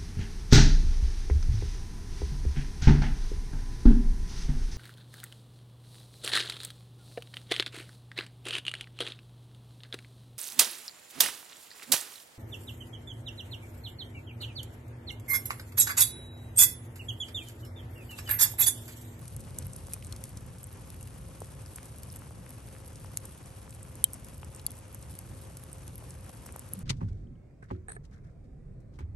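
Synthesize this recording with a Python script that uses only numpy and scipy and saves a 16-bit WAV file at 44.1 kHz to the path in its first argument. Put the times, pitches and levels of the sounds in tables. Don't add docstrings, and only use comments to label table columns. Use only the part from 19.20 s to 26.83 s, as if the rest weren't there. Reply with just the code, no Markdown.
import sys
import numpy as np
from scipy import signal
from scipy.fft import rfft, irfft
from scipy.io import wavfile
from scipy.ndimage import uniform_filter1d

SR = 44100
rng = np.random.default_rng(int(sys.argv[2]) if len(sys.argv) > 2 else 0)


def master_out(mix):
    frames = np.transpose(np.atleast_2d(mix))
    ceiling = np.clip(frames, -1, 1)
    pcm = np.round(ceiling * 32767).astype(np.int16)
    wavfile.write(sys.argv[1], SR, pcm)


N = 336483
HZ = np.maximum(np.arange(N // 2 + 1) * SR / N, 1)
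QUARTER_TURN = np.array([[0], [np.pi / 2]])

BAND_EDGES_HZ = [1800, 3300, 5200, 7500, 9800, 12300, 17000]


def amp(db):
    return 10 ** (np.asarray(db) / 20)


def rms_one(x):
    return x / np.sqrt(np.mean(x ** 2) + 1e-20)


def at_hz(points, hz):
    table_hz, table_value = np.array(points).T
    return np.interp(np.log(hz), np.log(table_hz), table_value)


def colour(x, spectrum):
    return irfft(rfft(x) * amp(at_hz(spectrum, HZ)), N)


def drift(rate_hz):
    r = np.exp(-80 * np.pi * rate_hz / SR)
    noise = rng.standard_normal(N // 40 + 2002)
    slow = signal.lfilter([1], [1, -2 * r, r * r], noise)[2000:]
    return np.interp(np.arange(N) / 40, np.arange(len(slow)), rms_one(slow))


def band(x, lo_hz, hi_hz):
    return signal.sosfilt(signal.butter(2, [lo_hz, hi_hz], "band", fs=SR, output="sos"), x)


def add(out, s, piece):
    i = int(s * SR)
    out[:, i:i + piece.shape[1]] += piece[:, :N - i]


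def hum(pitch_hz=528.6, wander_hz=3.505, level_db=-66.5, flicker_db=2.5):
    phase = 2 * np.pi * np.cumsum(pitch_hz + wander_hz * drift(7.75)) / SR
    level = amp(level_db + flicker_db * drift(9.0))
    return level * rms_one(np.sin(phase + QUARTER_TURN))


def hiss(level_db=-55.5, flicker_db=1.76):
    # freq_hz, relative_db (per Hz)
    hiss_colour = [(120, -10), (250, 3), (500, -4.5), (1000, -6.5), (2000, -14), (2900, -15), (4000, -23.5),
                   (5000, -20.5), (6300, -17), (7500, -19.5), (9500, -17), (11000, -14), (12200, -40),
                   (13000, -51)]
    level = amp(level_db + flicker_db * drift(27.4))
    return level * rms_one(colour(rng.standard_normal((2, N)), hiss_colour))


def rumble(level_db, gust_db=1, gust_rate_hz=3):
    # freq_hz, relative_db (per Hz)
    rumble_colour = [(11, -63), (18, -34), (52, 0), (97, 2.5), (119, 2), (307, -21.5), (500, -21.5),
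                     (650, -27.5), (1100, -120)]
    level = amp(level_db + gust_db * drift(gust_rate_hz))
    return level * rms_one(colour(rng.standard_normal((2, N)), rumble_colour))


def flames(rumble_db):
    return rumble(rumble_db) + hiss() + hum()


def crackle(level_db, per_s, spread_db, clump_db, grain_t60):
    # freq_hz, gain_db
    crackle_colour = [(1500, -16.5), (4000, -4), (7000, -8), (9000, 1.5), (10700, 8), (12000, -3.5),
                      (12700, -28), (14800, -59), (16400, -60)]
    born = rng.random(N) < per_s * amp(clump_db * drift(14)) / SR
    sizes = amp(spread_db * np.minimum(rng.exponential(1, N), 4.0))
    fade = amp(-60 / (grain_t60 * SR))
    shape = signal.lfilter([1], [1, -fade], born * sizes + 1e-18)
    return amp(level_db) * rms_one(colour(shape * rng.standard_normal((2, N)), crackle_colour))


def ticks(gain_db, per_s, spread_db, cycles):
    sizes = amp(spread_db * np.minimum(rng.exponential(1, N), 2.5))
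    signs = rng.choice([-1, 1], (2, N))
    born = (rng.random(N) < per_s / SR) * sizes * signs
    dealt, out = rng.integers(0, 10, N), 0
    for k, hz in enumerate(np.geomspace(800, 5000, 10)):
        r, w = amp(-60 * hz / (cycles * SR)), 2 * np.pi * hz / SR
        hits = born * (dealt == k) + 1e-18
        out = out + signal.lfilter([0, np.sin(w)], [1, -2 * r * np.cos(w), r * r], hits)
    return amp(gain_db) * out


def throbs():
    # start_s, peak_db, pitch_hz, length_s
    swells = [(7.534, -37.5, 178, 0.012), (7.565, -36.5, 187, 0.04), (7.608, -36.5, 156, 0.01)]
    out = np.zeros((2, N))
    for s, peak_db, hz, length_s in swells:
        t = np.arange(int(length_s * SR)) / SR
        swell = amp(peak_db) * np.sin(np.pi * t / length_s)
        add(out, s, swell * np.sin(2 * np.pi * hz * t + QUARTER_TURN))
    return out


def knocks(sag=0.85, sag_cycles=0.33, rise_share=0.13, top_ratio=5.5, fall_bend=1.4):
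    # start_s, peak_db (before dulling), pitch_hz (after the sag),
    # fall_cycles (to fall 30 dB; below 0.5 counts as 0.5)
    lumps = [(0.684, -41, 448, 2), (0.722, -39, 850, -0.5), (0.764, -43, 600, 2), (0.934, -43.5, 850, 2.5),
             (0.995, -47, 526, 6), (1.507, -48, 700, 2), (1.5462, -56, 620, 2), (1.675, -55, 840, 10),
             (1.7427, -43, 900, -3.5), (1.9606, -48, 650, 3.5), (2.0909, -46, 495, 7),
             (2.218, -30.5, 372, 2), (2.5843, -34.5, 960, 1.5), (3.02, -40, 650, 1.5),
             (3.069, -45, 520, 1.5), (3.1086, -42, 480, 2), (3.2645, -41, 890, 1.5),
             (3.4819, -43.5, 900, 0.5), (3.551, -42, 950, 1.5), (3.5643, -42.5, 855, 1.5),
             (3.8458, -38.5, 596, 2), (3.9725, -31.5, 910, 0.5), (4.478, -43, 750, 2), (4.651, -44, 800, 1),
             (4.7099, -46, 497, 1), (5.0273, -52, 620, 3), (5.2307, -36.5, 710, 2.5), (5.4493, -50, 794, 8),
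             (5.4822, -46, 770, 6), (6.115, -48, 800, 4), (6.3028, -48.5, 620, 3), (6.8245, -43.5, 440, 3),
             (6.8394, -46.5, 550, 1.5), (7.0657, -42, 580, -2.5), (7.0962, -41.5, 575, 2.5),
             (7.2627, -38, 484, 1), (7.2904, -37, 714, 1), (7.3601, -34, 540, 2)]
    out, t = np.zeros((2, N)), np.arange(1300) / SR
    for s, peak_db, hz, cycles in lumps:
        turns, cycles = hz * t, max(cycles, .5)
        rise = 1 - np.exp(-turns / (rise_share * cycles))
        shape = rise * amp(-30 * (turns / cycles) ** fall_bend)
        phase = 2 * np.pi * (turns + sag * (1 - np.exp(-turns / sag_cycles)))
        knock = amp(peak_db) * shape / shape.max() * np.sin(phase + QUARTER_TURN)
        dull = signal.butter(4, top_ratio * hz, fs=SR, output="sos")
        add(out, s, signal.sosfilt(dull, knock))
    return out


def rings(rise_s=.0004, roughness=0.6, rough_s=0.004):
    # start_s, pitch_hz, level_db (before rise and roughness), t60_s
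    splinters = [(0.1646, 6100, -54, .02), (0.3866, 6150, -22, 0.0063), (0.684, 6000, -50, .015),
                 (0.7145, 4200, -49.5, .006), (0.735, 2500, -40, 0.03), (0.736, 2400, -46, .012),
                 (0.9245, 3260, -38, 0.0092), (0.9245, 5300, -41, .008), (0.9250, 4260, -31.5, 0.013),
                 (0.9256, 4470, -38, .009), (0.9625, 4400, -50, .025), (1.0388, 6500, -56, 0.01),
                 (1.171, 6240, -45, .01), (1.8093, 2750, -47.5, 0.022), (2.4608, 4900, -43.5, .015),
                 (2.4608, 5800, -49, .008), (2.4755, 5600, -50, .008), (2.559, 6500, -43, 0.02),
                 (2.9010, 4800, -48.5, 0.018), (2.9010, 5500, -34.5, 0.0061), (3.859, 5500, -43, .01),
                 (3.972, 6850, -11, 0.0039), (4.054, 2880, -49, .015), (4.0526, 3900, -44, 0.014),
                 (4.494, 5500, -51, .01), (4.8425, 2900, -27, 0.0095), (4.8413, 3160, -26, 0.041),
                 (4.8418, 3700, -23.5, 0.014), (4.842, 3880, -30, 0.022), (4.8418, 4630, -34, .012),
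                 (4.8414, 5400, -29.5, 0.012), (4.8418, 6060, -36, .01), (4.8416, 7000, -34, .02),
                 (4.8412, 8900, -25, .012), (4.8414, 9130, -17, 0.004), (4.842, 10840, 0.5, 0.0066),
                 (5.2314, 2810, -37.5, 0.0078), (5.467, 3400, -46, 0.032), (5.466, 4000, -51, 0.027),
                 (5.4648, 4480, -30.5, 0.022), (5.4648, 4900, -33, 0.014), (5.4652, 7100, -29, 0.023),
                 (5.4651, 7540, -30, 0.016), (5.4653, 10970, -11.5, 0.0075), (5.4993, 3390, -50, .03),
                 (6.6688, 6040, -44, 0.022), (6.85, 2620, -43, 0.009), (7.097, 2570, -50.5, 0.011),
                 (7.147, 1400, -43, .01), (7.292, 2520, -38, .006), (7.5352, 11230, -18.5, 0.0071),
                 (7.5365, 6270, -44, .01)]
    out, t = np.zeros((2, N)), np.arange(3000) / SR
    noise = rng.standard_normal((len(splinters), len(t)))
    tearing = rms_one(uniform_filter1d(noise, size=24, axis=1))
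    for (s, hz, level_db, t60), tear in zip(splinters, tearing):
        rough = 1 + roughness * tear * np.exp(-t / rough_s)
        shape = amp(level_db - 60 * t / t60) * (1 - np.exp(-t / rise_s))
        add(out, s, shape * rough * np.sin(2 * np.pi * hz * t) * [[1], [-1]])
    return out


def all_pops(count=70, level_db=-57, under_db=-6.5, fall_db=15.5, t60_s=0.011):
    # start_s, level_db (rms of the first 3 ms in the port-ring band), under_db (below the ring,
    # against level_db, before the fall), fall_db_per_octave (below), t60_s
    listed = [(0.0543, -48, -12.5, 3, 0.0108), (0.079, -47, 0.5, 16, 0.023),
              (0.1642, -40.5, -5.5, 19, 0.0078), (0.2037, -49, -7, 17, 0.0087),
              (0.3852, -45, 0, 20, 0.0092), (0.3863, -33, 0, 29, 0.0067), (0.424, -54, 1, 5, 0.0103),
              (0.4675, -40.5, -35, 9, 0.0038), (0.5336, -50.5, 8, 24, 0.0059),
              (0.5621, -41, -6.5, 15, 0.018), (0.7254, -48, -8, 7, 0.016), (0.7346, -32.5, -2, 22, 0.0048),
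              (0.7368, -40, -5, 19, .008), (0.7398, -38, -5, 21, 0.008), (0.8244, -58.5, -7, -7, 0.0087),
              (0.847, -47.5, 2.5, 17, 0.0054), (0.8687, -55, 10.5, 30, 0.0074),
              (0.9245, -46, 3.5, 12, 0.014), (0.9622, -48, -1, 9, 0.016), (1.0388, -37.5, -4.5, 10, 0.0087),
              (1.0535, -51, -3, 12, .006), (1.0923, -49.5, -6, 14, 0.014), (1.171, -48.5, -4, 10, 0.0035),
              (1.282, -62, -11, 20, 0.006), (1.383, -57, 2, 12, 0.01), (1.431, -43.5, -18, 8, 0.005),
              (1.4411, -49.5, 9, 59, 0.0066), (1.4696, -47, -16, 20, 0.0095), (1.528, -47, -23, 4, 0.0048),
              (1.7024, -45, -6.5, 5, 0.0062), (1.8093, -52, 1, 17, 0.0114), (1.828, -49, 2.5, 20, 0.006),
              (1.8739, -48, -11, 0.5, 0.01), (2.204, -50.5, 4.5, 36, 0.011),
              (2.2198, -52, -1.5, 8.5, 0.013), (2.4608, -56, 1, 9, 0.013), (2.5195, -71, 1, 20, 0.01),
              (2.5586, -40, -4, 25, 0.021), (2.63, -48.5, -7.5, 6, 0.0098), (2.6562, -54.5, 4.5, 19, 0.022),
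              (2.7842, -48, -7, 12, 0.0088), (2.8328, -43.5, -5.5, 9, 0.01), (2.9265, -44, -12, 14, 0.0061),
              (2.9392, -53, -14, -3, .006), (2.95, -58, -12, 15, .005), (2.9602, -42, -4, 28, 0.01),
              (2.9693, -53, 0, 25, .005), (3.292, -50, -7, 11, 0.0119), (3.305, -45, -12, 8, 0.011),
              (3.6781, -47, -11, 14, 0.0059), (3.7567, -63, 13, 10, 0.012), (3.9722, -27, -10, 9, 0.0033),
              (3.9845, -49, -20, 10, 0.003), (4.0535, -46, 4, 32, 0.018), (4.494, -57, 1, 18, 0.008),
              (4.5068, -52.5, 6, 31, 0.0071), (4.5258, -53, -10, 0, 0.011), (4.5478, -53, 3.5, 25, 0.013),
              (4.6293, -51.5, 7, 41, 0.0096), (4.7544, -46.5, -3, 23, 0.0068), (4.8412, -20, 3, 44, 0.0058),
              (4.9335, -36.5, -4.5, 24, 0.0066), (4.941, -45, 1, 23, 0.0069),
              (4.9464, -49, -10, 20, 0.0087), (5.0452, -50, 1.5, 17, 0.015), (5.085, -49.5, -9, 4, 0.0062),
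              (5.18, -49.5, -10, 14, 0.0064), (5.246, -52.5, 3, 18, 0.014), (5.3477, -48.5, 2, 25, 0.012),
              (5.3616, -50.5, 5, 33, 0.0067), (5.395, -54.5, 1, 2, 0.013),
              (5.4645, -26.5, -20.5, 7.5, 0.0062), (5.5052, -43, -12, 4, 0.018),
              (5.517, -42, -14, 9, 0.0049), (5.5529, -52, -9, 9, 0.0075), (5.5874, -47, -10, 22, 0.0151),
              (5.7274, -48, -28.5, -3, 0.0042), (5.7464, -39.5, -9.5, 19, 0.0047),
              (5.91, -49.5, -8, 15, 0.013), (5.9891, -37.5, -10.5, 8, 0.0061), (6.3695, -46, -2, 11, 0.016),
              (6.437, -44, -15, 4, 0.008), (6.5298, -45, 3.5, 44, 0.0048), (6.6784, -46, -2.5, 10, 0.012),
              (6.756, -43, -23, 2, 0.0043), (6.7803, -43, -23.5, -0.5, 0.0037),
              (6.8979, -48, -38, -2, 0.0068), (7.093, -48.5, -7, 3, 0.0079), (7.2605, -52, 0, 20, .005),
              (7.2643, -46.5, -2.5, 14, 0.0058), (7.323, -50.5, 3.5, 41, 0.0073),
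              (7.362, -42.5, -6, 24, 0.0043), (7.3938, -41.5, -2, 22, 0.004),
              (7.5349, -37, -13, 23, 0.0061), (7.59, -45.5, -8, 13, 0.014)]
    luck = rng.standard_normal((count, 4))
    s = rng.uniform(0, N / SR, count)
    faint = np.transpose([s,
                          level_db + 1 * luck[:, 0],
                          under_db + 8.1 * luck[:, 1],
                          fall_db + 3.0 * luck[:, 2],
                          t60_s * amp(4.0 * luck[:, 3])])
    return np.vstack([listed, faint])


def pop_bands(level_db, under_db, fall_db):
    chance_db = 1.5
    above_db, above_follows = -12, .4
    above_slope, slope_from_db = 0.42, -21
    centres = np.sqrt(np.multiply(BAND_EDGES_HZ[:-1], BAND_EDGES_HZ[1:]))
    octaves_down = np.log2(centres[3] / centres[:4])[:, None]
    chance = rng.standard_normal((len(level_db), 4)).T
    below = under_db - fall_db * octaves_down + chance_db * octaves_down * chance
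    above = above_follows * under_db + above_db + above_slope * (level_db - slope_from_db)
    return level_db + np.vstack([below, 0 * level_db, above])


def port_ring(x, hz=10850, width_hz=700, lift_db=16.0):
    r = np.exp(-np.pi * width_hz / SR)
    poles = [1, -2 * r * np.cos(2 * np.pi * hz / SR), r * r]
    ring = signal.lfilter(np.array([1, 0, -1]) * (1 - r * r) / 2, poles, x)
    return x + amp(lift_db) * ring


def pops(rise_s=0.000063, tail_db=-12.0, tail_t60=0.05, tail_shrinks=0.3):
    out, t = np.zeros((2, N)), np.arange(2200) / SR
    s, level_db, under_db, fall_db, t60 = np.transpose(all_pops())
    tearing = rng.standard_normal((len(s), 2, len(t)))
    rise = 1 - np.exp(-t / rise_s)
    snap = rise * amp(-60 * t / np.maximum(t60, .002)[:, None])
    shape = snap / snap.max(axis=1, keepdims=True)
    tail_share = amp(tail_db - tail_shrinks * (level_db - level_db.mean()))[:, None, None]
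    scatter = band(band(tearing, 1500, 11400), 1500, 11400) * rise * amp(-60 * t / tail_t60)
    bursts = port_ring(tearing * shape[:, None]) + scatter * tail_share
    cracks = 0
    levels = pop_bands(level_db, under_db, fall_db)
    for lo_hz, hi_hz, band_db in zip(BAND_EDGES_HZ, BAND_EDGES_HZ[1:], levels):
        part = band(band(bursts, lo_hz, hi_hz), lo_hz, hi_hz)
        start = part[..., :int(.003 * SR)]
        start_rms = np.sqrt(np.mean(start ** 2, axis=2, keepdims=True))
        cracks = cracks + part * amp(band_db)[:, None, None] / start_rms
    for at, crack in zip(s, cracks):
        add(out, at, crack)
    return out


def ports(x, nearness):
    # freq_hz, phase_lead_rad; the treble arrives about 0.3 ms early
    right_lead = [(20, .05), (1000, .05), (1900, .6), (3000, -1.0), (4200, -.4), (5000, -1.0), (6200, -.3),
                  (7300, -1.1), (8500, .1), (10220, 3.14), (13550, 9.4), (15200, 12.5), (16500, 14.9)]
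    # freq_hz, likeness (0 to 1)
    likeness = [(30, 0.8), (60, 1), (200, 0.87), (600, 0.47), (1500, 0.36), (2500, 0.7), (5000, 0.57),
                (7000, 0.31), (8500, 0.85), (11000, 1), (16000, 0.77)]
    # freq_hz, left_minus_right_db
    left_up = [(60, 0.6), (700, 0.5), (1400, 3.5), (2500, 1), (5000, 1.6), (8000, 0.5), (16000, -1)]
    alike = np.clip(at_hz(likeness, HZ), .01, 1) ** (1 - nearness)
    lead = np.exp(1j * np.interp(HZ, *np.transpose(right_lead)))
    first, second = rfft(x)
    right = lead * (alike * first + np.sqrt(1 - alike ** 2) * second)
    tilt = amp(at_hz(left_up, HZ) / 2)
    return irfft(np.array([first * tilt, right / tilt]), N)


def scene():
    # start_s, rumble_db, fine_crackle_db; levels glide between rows
    fire = [(0.0, -39.5, -63), (0.1, -51.5, -58), (0.13, -40.5, -58), (0.87, -43.5, -56.5),
            (1.08, -44.5, -60), (3.04, -47, -58), (3.23, -40.5, -60.5), (3.29, -49.5, -57.5),
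            (3.61, -44, -57.5), (4.29, -47.5, -59.5), (5.87, -46, -61), (5.93, -42.5, -55),
            (5.99, -49.5, -58.5), (6.12, -40, -58.5), (6.2, -45.5, -57.5), (6.35, -47, -60),
            (7.39, -47.5, -58.5), (7.63, -47, -59.5)]
    s, *columns = np.transpose(fire)
    rumble_db, crackle_db = [np.interp(np.arange(N) / SR, s, c) for c in columns]
    fine = crackle(crackle_db, per_s=900.0, spread_db=1.5, clump_db=2.0, grain_t60=0.0071)
    sparse = crackle(crackle_db - 14.5, per_s=250.0, spread_db=9.5, clump_db=7.0, grain_t60=0.02)
    grit = ticks(gain_db=-54.0, per_s=110.0, spread_db=2.3, cycles=6.0)
    around = flames(rumble_db) + fine + sparse + grit
    in_front = pops() + rings() + knocks() + throbs()
    return ports(around, nearness=0.042) + ports(in_front, nearness=0.74)


def record(dry):
    x = signal.sosfilt(signal.butter(2, 32.0, "high", fs=SR, output="sos"), dry)
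    x = .95 * np.tanh(x / .95)
    return signal.sosfilt(signal.cheby2(12, 70, 16750, fs=SR, output="sos"), x)


dry = scene()
out = record(dry)
master_out(out)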